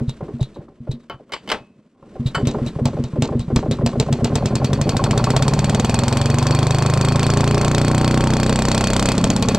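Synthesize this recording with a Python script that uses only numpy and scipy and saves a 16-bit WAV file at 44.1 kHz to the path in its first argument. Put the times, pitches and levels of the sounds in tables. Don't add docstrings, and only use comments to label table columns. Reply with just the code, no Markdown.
import sys
import numpy as np
from scipy import signal
from scipy.fft import rfft, irfft
from scipy.io import wavfile

SR = 44100
rng = np.random.default_rng(int(sys.argv[2]) if len(sys.argv) > 2 else 0)


def output_pcm(signal):
    pcm = np.clip(np.atleast_2d(signal).T, -1, 1) * 32767
    wavfile.write(sys.argv[1], SR, np.round(pcm).astype(np.int16))


def gain_from_decibels(decibels):
    exponent = np.asarray(decibels, float) / 20
    return 10 ** exponent


N = 422478

WEAK_TURNS = (2, 4, 6)
SKIP_FROM_TURN = 128
RUN_FROM_HZ = 9
LAW_SPEEDS = (5.5, 10, 17, 25, 31.5)
# start_s, crack_peak_db
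FIRST_TURNS = [
    (1.95, -40),
    (2.2481, -27),
    (2.4713, -21),
    (2.6504, -33),
    (2.8552, -20),
    (3.0269, -35),
    (3.2223, -20),
    (3.3827, -35),
    (3.5606, -21),
    (3.7118, -27),
]
# freq_hz, level_db
CRACK = [(500, 14), (1200, -2.5), (2000, -2.5), (3500, 5), (5500, 2), (8000, 5), (10000, -15.5),
         (15000, -25), (16500, -42)]


def rms_one(x):
    return x / np.sqrt(np.mean(x ** 2) + 1e-20)


def shape(x, points):
    hz, level_db = np.transpose(points)
    axis = np.log(np.arange(N // 2 + 1) * SR / N + 1)
    return irfft(rfft(x) * gain_from_decibels(np.interp(axis, np.log(hz + 1), level_db)), N)


def noise(points):
    # freq_hz, side_minus_mid_db
    spread = [(30, -24.5), (100, -31), (300, -29), (700, -19), (1500, -17), (3000, -14), (8000, -11),
              (13000, -3)]
    mid, side = shape(rng.standard_normal((2, N)), points)
    side = shape(side, spread)
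    return rms_one(np.array([mid + side, mid - side]))


def clicks(s, level_db):
    out = np.zeros(N + SR) + 1e-18
    np.add.at(out, (np.asarray(s) * SR).astype(int), gain_from_decibels(level_db))
    return out[:N]


def dying(x, t60):
    return signal.lfilter([1], [1, -gain_from_decibels(-60 / (t60 * SR))], x)


def soft(x, ms):
    r = np.exp(-1000 / (ms * SR))
    return signal.lfilter([(1 - r) ** 2], [1, -2 * r, r * r], x)


def ring(x, modes):
    out = 0
    for hz, level_db, t60 in modes:
        r, w = gain_from_decibels(-60 / (t60 * SR)), 2 * np.pi * hz / SR
        out = out + signal.lfilter([0, gain_from_decibels(level_db) * np.sin(w)], [1, -2 * r * np.cos(w), r * r], x)
    return out


def coloured(x, peaks):
    modes = []
    for hz, width_hz, level_db in peaks:
        gain_db = level_db + 20 * np.log10(2 * np.pi * width_hz / SR)
        modes.append((hz, gain_db, np.log(1000) / np.pi / width_hz))
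    return ring(x, modes)


def flutter(hz, depth_db):
    r = np.exp(-2 * np.pi * hz / SR)
    return gain_from_decibels(depth_db * rms_one(signal.lfilter([1], [1, -2 * r, r * r], rng.standard_normal(N))))


def shaft():
    # start_s, turns_per_s
    run_up = [(3.8624, 7.045), (4.1, 7.993), (4.4, 9.642), (4.75, 11.997), (5.1, 14.53), (5.5, 17.888),
              (6, 21.622), (6.5, 24.637), (7, 26.937), (7.6, 29.483), (8.2, 31.024), (8.7, 31.921),
              (9.15, 32.681), (9.6, 32.632)]
    now = np.arange(N) / SR
    first = [s for s, _ in FIRST_TURNS] + [run_up[0][0]]
    caught = now > first[-1]
    speed = np.where(caught, np.interp(now, *np.transpose(run_up)), LAW_SPEEDS[0])
    made = np.interp(now, first, np.arange(len(first))) - 1 + np.cumsum(speed * caught) / SR
    return made, speed


def by_speed(speed, law):
    return np.interp(speed, LAW_SPEEDS, law)


def falling(x, top_hz, end_hz, fall_s, t60, rise):
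    last = np.maximum.accumulate(np.where(x > 1e-9, np.arange(N), 0))
    stretch = (shaft()[1] / LAW_SPEEDS[0]) ** rise * np.exp(.04 * rng.standard_normal(N))
    since = (np.arange(N) - last) / SR * stretch[last]
    turns = end_hz * since + (top_hz - end_hz) * fall_s * (1 - np.exp(-since / fall_s))
    return x[last] * gain_from_decibels(-60 * since / t60) * np.minimum(since / .003, 1) * np.sin(2 * np.pi * turns)


def air():
    # start_s, draught_db
    draught = [(0, -3), (.45, -4), (.62, -11), (.75, -17), (.9, -9), (1.05, -14), (1.3, -17), (1.49, -3),
               (1.68, -17), (1.98, -21), (2.12, -4), (2.25, 1), (2.5, 3), (2.66, 8), (2.78, 1), (3.0, 0)]
    # start_s, wind_db
    lull = [(1.1, 0), (1.3, -16), (1.9, -12), (2.1, -1), (6.1, 1), (6.9, -10), (8.2, -14), (8.8, -3)]
    # freq_hz, level_db_per_hz
    wind_outline = [(12, 0), (25, -7), (60, 2.5), (120, -16), (300, -70.5)]
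    rumble_outline = [(12, -42.5), (20, -26.5), (229, 6), (286, -1), (427, -4), (504, -8.5), (584, -7),
                      (842, -26.5), (1070, -15), (1600, -69), (2080, -61), (3520, -120)]
    hiss_outline = [(710, 5.5), (1200, 10.5), (1700, 7), (3700, 1), (6520, -4.5), (8110, -5),
                    (10800, -19.5), (14200, -35), (16300, -60)]
    now = np.arange(N) / SR
    draught_db = np.interp(now, *np.transpose(draught))
    octaves = np.log2(shaft()[1] / LAW_SPEEDS[0])
    hiss = gain_from_decibels(np.minimum(-54 + .9 * draught_db + 7.3 * octaves, -41))
    rumble = gain_from_decibels(-40 + .8 * draught_db + 2.5 * octaves)
    wind = gain_from_decibels(-47 + .84 * draught_db + np.interp(now, *np.transpose(lull)) * (now > lull[0][0]))
    out = wind * flutter(2.4, 3) * noise(wind_outline)
    out = out + rumble * flutter(25, 2.5) * noise(rumble_outline)
    return out + hiss * flutter(31, 2.5) * noise(hiss_outline)


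def hum():
    orders = (4, 5, 6, 7, 8, 9, 11)
    orders_db = (-26, -33, -20, -19.5, -17, -30, -8)
    # freq_hz, width_hz, level_db
    skid = [(149, 11, -11), (193, 23, -15), (244.6, 17, -4.5)]
    made, speed = shaft()
    out = 0
    for k, level_db in zip(orders, orders_db):
        lift = sum(gain_from_decibels(db) / (1 + (2 * (k * speed - hz) / width_hz) ** 2) for hz, width_hz, db in skid)
        out = out + gain_from_decibels(level_db) * lift * np.sin(2 * np.pi * k * made)
    return np.clip(made - SKIP_FROM_TURN + 1, 0, 1) * out


def shakes():
    # order, ahead_cycles, full_speed_db
    steady = [(1, 0.39, -33.5), (2, 0.24, -31.5), (12, 0.31, -34.5)]
    # order, ahead_cycles, level_db, panel_hz, width_hz
    passes = [(10, .5, -25, 238, 22), (11, .42, -29, 240, 20), (8, .33, -27, 170, 14),
              (7, .72, -28, 221, 12), (10, .32, -29, 302, 22), (11, .23, -25, 342, 26),
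              (12, .25, -29, 350, 30)]
    pulse_db = (0, 18, 27, 21, 23)
    made, speed = shaft()
    out = sum(gain_from_decibels(db) * np.cos(2 * np.pi * (k * made + ahead)) for k, ahead, db in steady)
    out = out * (speed / LAW_SPEEDS[-1]) ** 2
    for k, ahead, db, hz, width_hz in passes:
        off = 2 * (k * speed - hz) / width_hz
        tone = np.cos(2 * np.pi * (k * made + ahead) - np.arctan(off))
        out = out + gain_from_decibels(db) / (1 + off ** 2) * tone * (made < SKIP_FROM_TURN)
    at = np.searchsorted(made, np.arange(9, SKIP_FROM_TURN))

    def pulse(ms):
        return soft(clicks(at / SR - 2 * ms / 1000, by_speed(speed[at], pulse_db)), ms)

    return out * (made > 9) + pulse(.35) - pulse(1.6)


def contacts():
    per_turn = 110
    spot = (shaft()[0] * per_turn).astype(int)
    return rng.standard_normal(per_turn)[spot % per_turn] * (np.diff(spot, prepend=spot[0]) > 0)


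def grind(spots):
    grind_db = (-53, -37.5, -37, -29, -37)
    # freq_hz, width_hz, level_db
    casing = [(298, 39, -1), (490, 240, 4), (780, 86, 8.5), (1050, 130, 8)]
    speed = shaft()[1]
    x = coloured(soft(spots * flutter(200, 2.5), .12), casing)
    return gain_from_decibels(by_speed(speed, grind_db)) * x / np.std(x[speed > LAW_SPEEDS[-2]])


def handle():
    # start_s, peak_db, ring_db, pan_db, brightness_db_per_octave
    clanks = [(1.098, -17.5, -12.5, 1.5, -7), (1.117, -35.5, -19, 13, -11), (1.295, -35, -19, 3, -13),
              (1.321, -22, -8.5, -1, 3), (1.334, -35, 3, 2, 7.5), (1.476, -21.5, -10, -1, -1),
              (1.499, -33, 3, 0, 7.5), (1.49, -31, 4.5, 1, 4), (1.516, -4.5, -14, 1, 1),
              (1.532, -31, -9, 26, -16), (2.347, -33.5, 9.5, 12, -6), (2.35, -42.5, 15.5, 5, 8),
              (2.452, -35, -14, 13, 3.5)]
    # freq_hz, level_db_per_hz
    grit_outline = [(120, -16), (420, -2.5), (849, -4), (1690, -9.5), (3290, -8), (5170, -16.5),
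                    (6530, -25), (8880, -26), (11000, -57), (15000, -72)]
    # freq_hz, level_db, t60_s
    handle_modes = [(554, -17, 0.12), (1110, -8, .13), (1360, -10, 0.1), (3898, -12, .08), (2148, -4, .07),
                    (4312, -14, 0.07), (2450, -16, 0.07), (3025, -3.5, .15), (4560, -13, 0.16),
                    (5100, -15, .1), (6120, -17, .045), (7600, -21.5, 0.14), (9050, -31, 0.065),
                    (8500, -30, 0.09)]
    cowl_modes = [(2570, -4, .45), (587, 6, .22), (807, 2, .25), (1755, -3, .19)]
    flung_modes = [(1330, -1, 0.083), (1450, 0, 0.071), (1038, -22, 0.16), (2204, -12, .08)]
    cowl_hit = [(1.53,), (-41,)]
    flung_hit = [(2.3495,), (-17,)]
    # from_s, to_s
    gripped_s = (1.45, 1.6)
    s, peak_db, ring_db, pan_db, bright_db = np.transpose(clanks)
    grit, out = noise(grit_outline), np.zeros((2, N))
    for ear, sign in enumerate((.5, -.5)):
        ear_db = peak_db + sign * pan_db
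        hit, edge = clicks(s, ear_db), clicks(s, ear_db + 3.2 * bright_db)
        body = soft(grit[ear], .12)
        sharp = grit[ear] - body
        out[ear] = body * (gain_from_decibels(-13) * dying(hit, .045) + gain_from_decibels(-20) * dying(hit, .2))
        out[ear] += sharp * soft(gain_from_decibels(-12) * dying(edge, .031) + gain_from_decibels(-24.5) * dying(edge, .17), .62)
    now = np.arange(N) / SR
    gripped = (now > gripped_s[0]) & (now < gripped_s[1])
    for hz, level_db, t60 in handle_modes:
        tilt_db = bright_db * np.log2(hz / 2500)
        hits = clicks(s, peak_db + ring_db + tilt_db + 1.5 * rng.standard_normal(len(s)))
        out += ring(hits * ~gripped, [(hz, level_db, t60)])
        out += ring(hits * gripped, [(hz, level_db, t60 * .35)])
    return out + ring(clicks(*cowl_hit), cowl_modes) + ring(clicks(*flung_hit), flung_modes)


def cover(crack):
    # start_s, peak_db
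    barks_at = [
        (4.923, -20),
        (4.993, -13),
        (5.062, -11.5),
        (5.132, -11.5),
        (5.197, -11),
        (5.27, -10),
        (5.337, -11.5),
        (5.394, -23),
        (5.461, -36),
    ]
    # start_s, turns_after_port, level_db, odd_turn_db
    knocks_at = [(6.7, 0.8, -38, 2), (6.85, 0.7, -19.5, -2), (7.55, 0.77, -20.5, -4),
                 (7.619, 0.53, -22.5, 3), (8.3, .66, -22.5, 2), (8.5, 0.5, -33, 3), (9.099, 0.79, -33, 4),
                 (9.2, 0.87, -25, 4), (9.6, .8, -29.5, 7)]
    # start_s, peak_db
    ticks_at = [(0.0344, -51), (0.0943, -26), (0.3859, -47.5), (0.411, -33), (0.4287, -26.5), (0.544, -51),
                (0.9155, -32)]
    # freq_hz, level_db, t60_s
    cover_modes = [(1090, 0, .035), (940, -6, .03), (1330, -6, .025), (600, -6, .04), (2140, -22, .03)]
    wall_modes = [(907, 1, 0.026), (1340, -17, 0.03), (2636, -10, 0.014), (4670, -15, .018),
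                  (7250, -23, 0.011)]
    fin_modes = [(2500, -2, .025), (4450, 0, .03), (3300, -8, .02)]
    ping_db = (-5, -10.5, -6.5, -5.5, -5)
    fins_db = (-42, -20, -16.5, -12, -14.5)
    spit_db = (-1.5, -19, -7, -0.5, 0)
    made, speed = shaft()
    turn = np.arange(1, int(made[-1]))
    at, ahead = np.searchsorted(made, turn) / SR, np.searchsorted(made, turn + 1) / SR
    s, share, level_db, odd_db = np.transpose(knocks_at)
    knock_db = np.interp(at, s, level_db, left=-99) + np.interp(at, s, odd_db) * (turn % 2)
    knock_db = knock_db + 2 * rng.standard_normal(len(turn))
    knocks = clicks(at + np.interp(at, s, share) * (ahead - at), knock_db)
    barks = clicks(*np.transpose(barks_at))
    rattle = rng.standard_normal(N) * (rng.random(N) < 6000 / SR)
    blows = knocks + gain_from_decibels(-5) * barks + gain_from_decibels(-15) * rattle * dying(barks + knocks, .06)
    out = ring(soft(blows, .1), cover_modes)
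    crack = crack + gain_from_decibels(-4) * clicks(*np.transpose(ticks_at))
    for mode in wall_modes:
        chance_db = 5.5 * rng.standard_normal(N)
        out = out + ring(crack * gain_from_decibels(by_speed(speed, ping_db) + chance_db), [mode])
    buzz = rattle * (rng.random(N) < .15) * soft(dying(crack, .15), 3)
    out = out + gain_from_decibels(by_speed(speed, fins_db)) * ring(buzz, fin_modes)
    spit = soft(dying(crack, .0043), .15) * gain_from_decibels(by_speed(speed, spit_db) + 10)
    return out + spit * noise(CRACK)


def cycle():
    # turns, casing_travel_s
    bump_at = (.48, 0.005)
    rattle_at = (0.345, 0.00187)
    thump_at = (.2, 0.0034)
    # start_s, peak_db
    slow_bumps = [
        (0.226, -13.5),
        (0.59, -19.5),
        (0.70, -38),
        (2.03, -35),
    ]
    slow_rattles = [(0.001, -29), (0.23, -33), (0.283, -32.5), (0.393, -33.5), (0.605, -40), (0.688, -60),
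                    (0.871, -32), (1.197, -40), (2.049, -54), (2.154, -30.5)]
    slow_thumps = [
        (0.014, -9.5),
        (0.34, -15),
        (0.805, -23),
        (0.934, -19.5),
        (2.198, -10.5),
    ]
    slow_pops = [
        (0.078, -7),
        (0.411, -3.5),
        (0.89, -8),
        (1.14, -28),
        (1.602, -33),
        (2.255, -4),
    ]
    slow_snaps = [(0.207, -23), (0.281, -37), (0.56, -30), (0.682, -39), (2.026, -34.5)]
    # start_s, level_db
    first_snaps = [(2.379, -20.5), (2.545, -17.5), (2.753, -27.5), (2.932, -24), (3.129, -29), (3.288, -21),
                   (3.48, -32), (3.628, -20.5), (3.786, -22)]
    first_chuffs = (2.398, 2.584, 2.787, 2.967, 3.157, 3.321, 3.501, 3.657, 3.810)
    bump_db = (-9.5, -12, -6.5, -11, -10)
    chuff_db = (-23.5, -20.5, -20.5, -19, -20.5)
    thump_db = (-6.5, -6, -12.5, -35, -7)
    pop_db = (-18.5, -10.5, -6, -5.5, -1)
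    overtone_db = (-16, -17, -23, -20.5, -22.5)
    crack_law_db = (-19, -16.5, -16.5, -20, -24)
    snap_law_db = (-25.5, -19, -17, -27, -31.5)
    unburnt_db = (1, 0.5, -2, 7.5, -5)
    governed_db = (-2, -4, -8.5, -16, 13)
    # from_s, to_s
    nearer_s = (8.2, 9.2)
    made, speed = shaft()
    turn = np.arange(1, int(made[-1]) + 1)
    opens, before = np.searchsorted(made, turn) / SR, np.searchsorted(made, turn - 1) / SR
    period, pace = opens - before, speed[np.searchsorted(made, turn)]
    governed, unburnt = turn >= SKIP_FROM_TURN, np.isin(turn, WEAK_TURNS)
    skipped = governed & (turn % 2 == 0)
    weak = skipped | unburnt
    chance = rng.standard_normal((len(turn), 9))

    laws = (bump_db, chuff_db, thump_db, pop_db, overtone_db)
    force = []
    for law, less, cut, c in zip(laws, unburnt_db, governed_db, chance.T):
        force.append(by_speed(pace, law) + less * unburnt + cut * governed + 1.5 * c)
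    force[1] = force[1] - .5 * (turn % 2) * pace / LAW_SPEEDS[-1]
    in_step, clean = (pace > RUN_FROM_HZ) & ~governed, ~unburnt & ~governed
    blast_db = force[3]
    for k, off in ((0, in_step), (2, in_step), (3, clean), (4, clean)):
        force[k] = force[k] - 90 * off

    late = opens + .07 * period * weak
    at = [opens - share * period + travel for share, travel in (bump_at, rattle_at, thump_at)]
    at = [a + .002 * period * chance[:, 5 + k] for k, a in enumerate(at)]
    at[1][:len(first_chuffs)] = first_chuffs
    slow = [slow_bumps, slow_rattles, slow_thumps, slow_pops]
    parts = [clicks(a, f) + clicks(*np.transpose(e)) for a, f, e in zip(at + [late], force, slow)]
    fired = clicks(opens[~weak], blast_db[~weak] - 90 * clean[~weak])
    suck = clicks(opens[~weak] - .0004, blast_db[~weak])
    overtone = clicks(late, force[4])

    crack_db = by_speed(pace, crack_law_db) + np.interp(opens, nearer_s, (0, 6.5))
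    first_db = [db for _, db in FIRST_TURNS[2:]]
    crack_db[:len(first_db)] = first_db
    crack = clicks(late, crack_db + 1.5 * chance[:, 8] - 1 - 17 * skipped)

    snap_s, snap_db = opens - .5 * period, by_speed(pace, snap_law_db)
    snap_s[:len(first_snaps)], snap_db[:len(first_snaps)] = np.transpose(first_snaps)
    snap = clicks(snap_s, snap_db) + clicks(*np.transpose(slow_snaps))
    return parts + [fired, suck, overtone, snap], crack


def exhaust_crack(crack):
    # start_s, peak_db
    puffs_at = [(0.075, -35), (0.087, -24), (0.2544, -64), (0.404, -24.5), (0.425, -27.5), (0.542, -36.5),
                (0.908, -24.5), (1.001, -49), (2.259, -15), (2.475, -18), (2.667, -20.5), (3.225, -23),
                (3.71, -17), (3.865, -35), (2.9547, -49), (3.044, -34), (3.09, -58), (3.36, -45),
                (3.399, -24.5)]
    # freq_hz, level_db, t60_s
    stub = [(2430, -17, 0.033), (3900, -55, 0.1), (4120, -18, 0.18), (5480, 19, 0.018), (8090, -46, 0.045)]
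    # freq_hz, width_hz, level_db
    tail = [(2600, 1000, 4), (4170, 90, 5), (4780, 220, -7), (5800, 3700, -4.5), (7670, 110, -19)]
    tail_db = (-5, -15, -22, -26.5, -24)
    jet_db = (0, -3, -1.5, -0.5, 0.5)
    dull_jet_db = (-8, -5, -1.5, -.5, -.5)
    burst = soft(dying(crack, .014), .3) * gain_from_decibels(7)
    lead = np.roll(crack, -round(.011 * SR))
    burst = burst + gain_from_decibels(-31) * soft(dying(lead, .035), .73)
    jet, speed = noise(CRACK), shaft()[1]
    middle = signal.sosfilt(signal.butter(1, [900, 3000], "band", fs=SR, output="sos"), jet)
    jet = jet - (1 - gain_from_decibels(by_speed(speed, dull_jet_db))) * middle
    puffs = clicks(*np.transpose(puffs_at))
    whistle = rms_one(ring(rng.standard_normal(N), [(3850, 26, .0086), (4100, -12, .0046)]))
    gain = gain_from_decibels(by_speed(speed, jet_db)) * burst + gain_from_decibels(-10.5) * dying(crack, .12)
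    gain = gain + gain_from_decibels(-3) * flutter(270, 1.7) * soft(dying(puffs, .014), 7.5)
    after = flutter(90, 4) * dying(crack, .18) * coloured(jet, tail)
    out = jet * gain + gain_from_decibels(by_speed(speed, tail_db)) * after
    out = out + gain_from_decibels(-52) * ring(jet * burst, stub)
    return out + whistle * gain_from_decibels(-12) * soft(dying(puffs, .1), 2.5)


def running_body():
    # turns_before_port, late_s
    run_at = [
        (.4714, .0009),
        (.2752, .0058),
        (0, .0003),
    ]
    # freq_hz, level_db, t60_s
    run_pull = [
        [(135.7, -18.6, .105), (192, -23.2, .09)],
        [(140.9, -7, .049), (187.9, -13.9, .046)],
        [(123.2, 3, .016)],
    ]
    run_push = [
        [(211.1, -16, .03), (41.1, -27, .124)],
        [(162.5, -7.5, .032), (247, -22.5, .14)],
        [(138.1, .3, .045), (220, -9.1, .031), (404.7, -14.7, .0086)],
    ]
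    run_db = [
        (4, 3.5, 7.8, 0.22, 3),
        (2.4, 4.5, 0.68, 0.37, 0.7),
        (2, 0, 0.69, 0.3, -2.5),
    ]
    after_db = (-23.5, -27.5, -29.5, -53, -40)
    # from_s, to_s
    shadow_s = (8.17, 8.9)
    made, speed = shaft()
    turn = np.arange(1, SKIP_FROM_TURN)
    at = np.searchsorted(made, turn)
    opens, period = at / SR, np.diff(np.searchsorted(made, np.arange(SKIP_FROM_TURN))) / SR
    chance, out = rng.standard_normal((len(turn), 3)), 0
    sounding = [speed[at] > RUN_FROM_HZ] * 2 + [~np.isin(turn, WEAK_TURNS)]
    for (share, late), pull, push, law, c, on in zip(run_at, run_pull, run_push, run_db, chance.T, sounding):
        hit_s, hit_db = opens - share * period + late, by_speed(speed[at], law) + .8 * c
        hits = clicks(hit_s[on], hit_db[on])
        out = out + ring(hits, push) - ring(hits, pull)
    low = signal.sosfilt(signal.butter(1, [105, 180], "band", fs=SR, output="sos"), out)
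    out = out - np.interp(np.arange(N) / SR, shadow_s, (0, .57)) * low
    shudder = coloured(rng.standard_normal(N), [(152, 32, 14.3), (224, 49, 19), (380, 30, 10)])
    blast_tail = soft(dying(hits, .41), 4.1)
    return out + gain_from_decibels(by_speed(speed, after_db)) * rms_one(shudder) * blast_tail


def engine_body(spots, bump, rattle, thump, pop, fired, suck, overtone, snap):
    # freq_hz, level_db, t60_s
    crankcase = [(134.7, -4.5, 0.17), (237.1, 0.5, 0.25), (146, -12, 0.16)]
    reed_modes = [(407, -3.5, 0.17), (567, 0.5, 0.082), (764, -4, 0.082), (1032, -6.5, 0.07),
                  (1370, -19, 0.089)]
    reed_knock = [(551, 7.5, 0.075), (758, 0.5, 0.012), (1043, -0.5, 0.17), (1372, -4, 0.078)]
    pipe_modes = [(142, -10, 0.053), (75, -19, 0.02), (274, -5, 0.03), (400, 5, 0.036), (970, -25, 0.01)]
    # freq_hz, width_hz, level_db
    gurgle = [(238.6, 9, -7.5), (347, 64, 4.5), (415, 95, 2.5), (506, 76, -6)]
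    gurgle_db = (23.1, 18.4, 11, 6.9, 4.8)
    knock_db = (-7.5, -7, -10, -22, 4)
    chirp_db = [
        (0, -1, -5, -9, -9),
        (-3, -12, -30, -30, -30),
    ]
    locked_share = (.1, .3, .65, .85, .8)
    speed, chuff_rise = shaft()[1], .277
    chatter = rng.standard_normal(N) * (rng.random(N) < 9000 / SR) * gain_from_decibels(-10)
    locked = by_speed(speed, locked_share)
    chatter = np.sqrt(1 - locked) * chatter + np.sqrt(locked) * spots * gain_from_decibels(-6)

    reed = ring(chatter * dying(gain_from_decibels(-4) * rattle + gain_from_decibels(-6.5) * snap, .066), reed_modes) * gain_from_decibels(-9)
    reed = reed + gain_from_decibels(-7.5) * ring(soft(rattle, .69), reed_modes)
    draw = soft(dying(gain_from_decibels(-1) * snap + gain_from_decibels(3) * rattle, .26), 1.8)
    reed = reed + gain_from_decibels(by_speed(speed, gurgle_db)) * coloured(chatter * draw * flutter(40, 2.5), gurgle)
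    reed = reed + gain_from_decibels(by_speed(speed, knock_db)) * ring(soft(snap, .3), reed_knock)

    chuff = gain_from_decibels(-1 + by_speed(speed, chirp_db[0])) * falling(rattle, 745, 383.5, .01436, .18, chuff_rise)
    snap_peaks = [(450, 230, -1), (796, 180, -10), (1130, 170, -25), (1500, 290, -17)]
    chuff = chuff + gain_from_decibels(-14) * coloured(chatter * dying(snap, .02), snap_peaks)
    chuff = chuff + gain_from_decibels(by_speed(speed, chirp_db[1])) * falling(snap, 1345, 609, .0066, .042, chuff_rise)
    chuff = chuff * flutter(150, 1.8)

    suction = gain_from_decibels(-12) * np.roll(thump, -round(.0035 * SR))
    case = ring(soft(thump - suction, .47), crankcase) * gain_from_decibels(-4)
    knock = ring(soft(bump, .45), [(152, -1.5, .058), (220, -19, .018)])

    dip = -gain_from_decibels(23.5) * soft(suck, .2)
    blast = np.roll(fired, round(.00035 * SR))
    push = gain_from_decibels(34) * (soft(blast, .84) - soft(blast, 1.36))
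    push = push + gain_from_decibels(46) * (soft(pop, 19) - soft(pop, 7.4))
    swell = ring(ring(pop, [(130, -35, .091)]), [(147, .037, .014)])
    pipe = ring(soft(blast, .83), pipe_modes) * gain_from_decibels(-41)
    pipe = pipe + ring(soft(overtone, .63), [(174.5, -5.5, .62), (207.4, -3.5, .21), (248, -.5, .077)])
    return reed + chuff + case + knock + dip + push + swell + pipe


def yard(x):
    # late_s, level_db
    echoes = [(.0045, -3), (0.009, -3.5), (0.028, -7.5), (0.044, -35)]
    dull = soft(x, .095) * rms_one(soft(rng.standard_normal(N), .39))
    return x + sum(gain_from_decibels(level_db) * np.roll(dull, round(late * SR), axis=-1) for late, level_db in echoes)


def scene():
    parts, crack = cycle()
    spots = contacts()
    background = air() + hum() + shakes() + grind(spots)
    bright = yard(exhaust_crack(crack) + handle())
    return background + bright + cover(crack) + running_body() + engine_body(spots, *parts)


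def roll_off(x):
    return signal.sosfilt(signal.butter(12, 16470, fs=SR, output="sos"), x)


def record(dry):
    # freq_hz, level_db
    port_tilt = [(1500, 0), (3000, 1.1), (5000, -.4), (10000, -.1), (13000, -3.5)]
    # freq_hz, ahead_rad
    port_phase = [(10, 0), (300, -.04), (2000, -.3), (4100, -.75), (6600, -1.3), (9800, -1.2), (12300, -.3)]
    delay = np.exp(1j * np.interp(np.arange(N // 2 + 1) * SR / N, *np.transpose(port_phase)))
    ports = np.array([shape(irfft(rfft(dry[0]) * delay, N), port_tilt), dry[1]])
    ports = np.tanh(ports / .94)
    ports = signal.sosfilt(signal.butter(1, 25, "high", fs=SR, output="sos"), ports)
    ports = signal.sosfilt(signal.cheby2(10, 40, 16900, fs=SR, output="sos"), ports)
    return roll_off(ports)


dry = scene()
out = record(dry)
output_pcm(out)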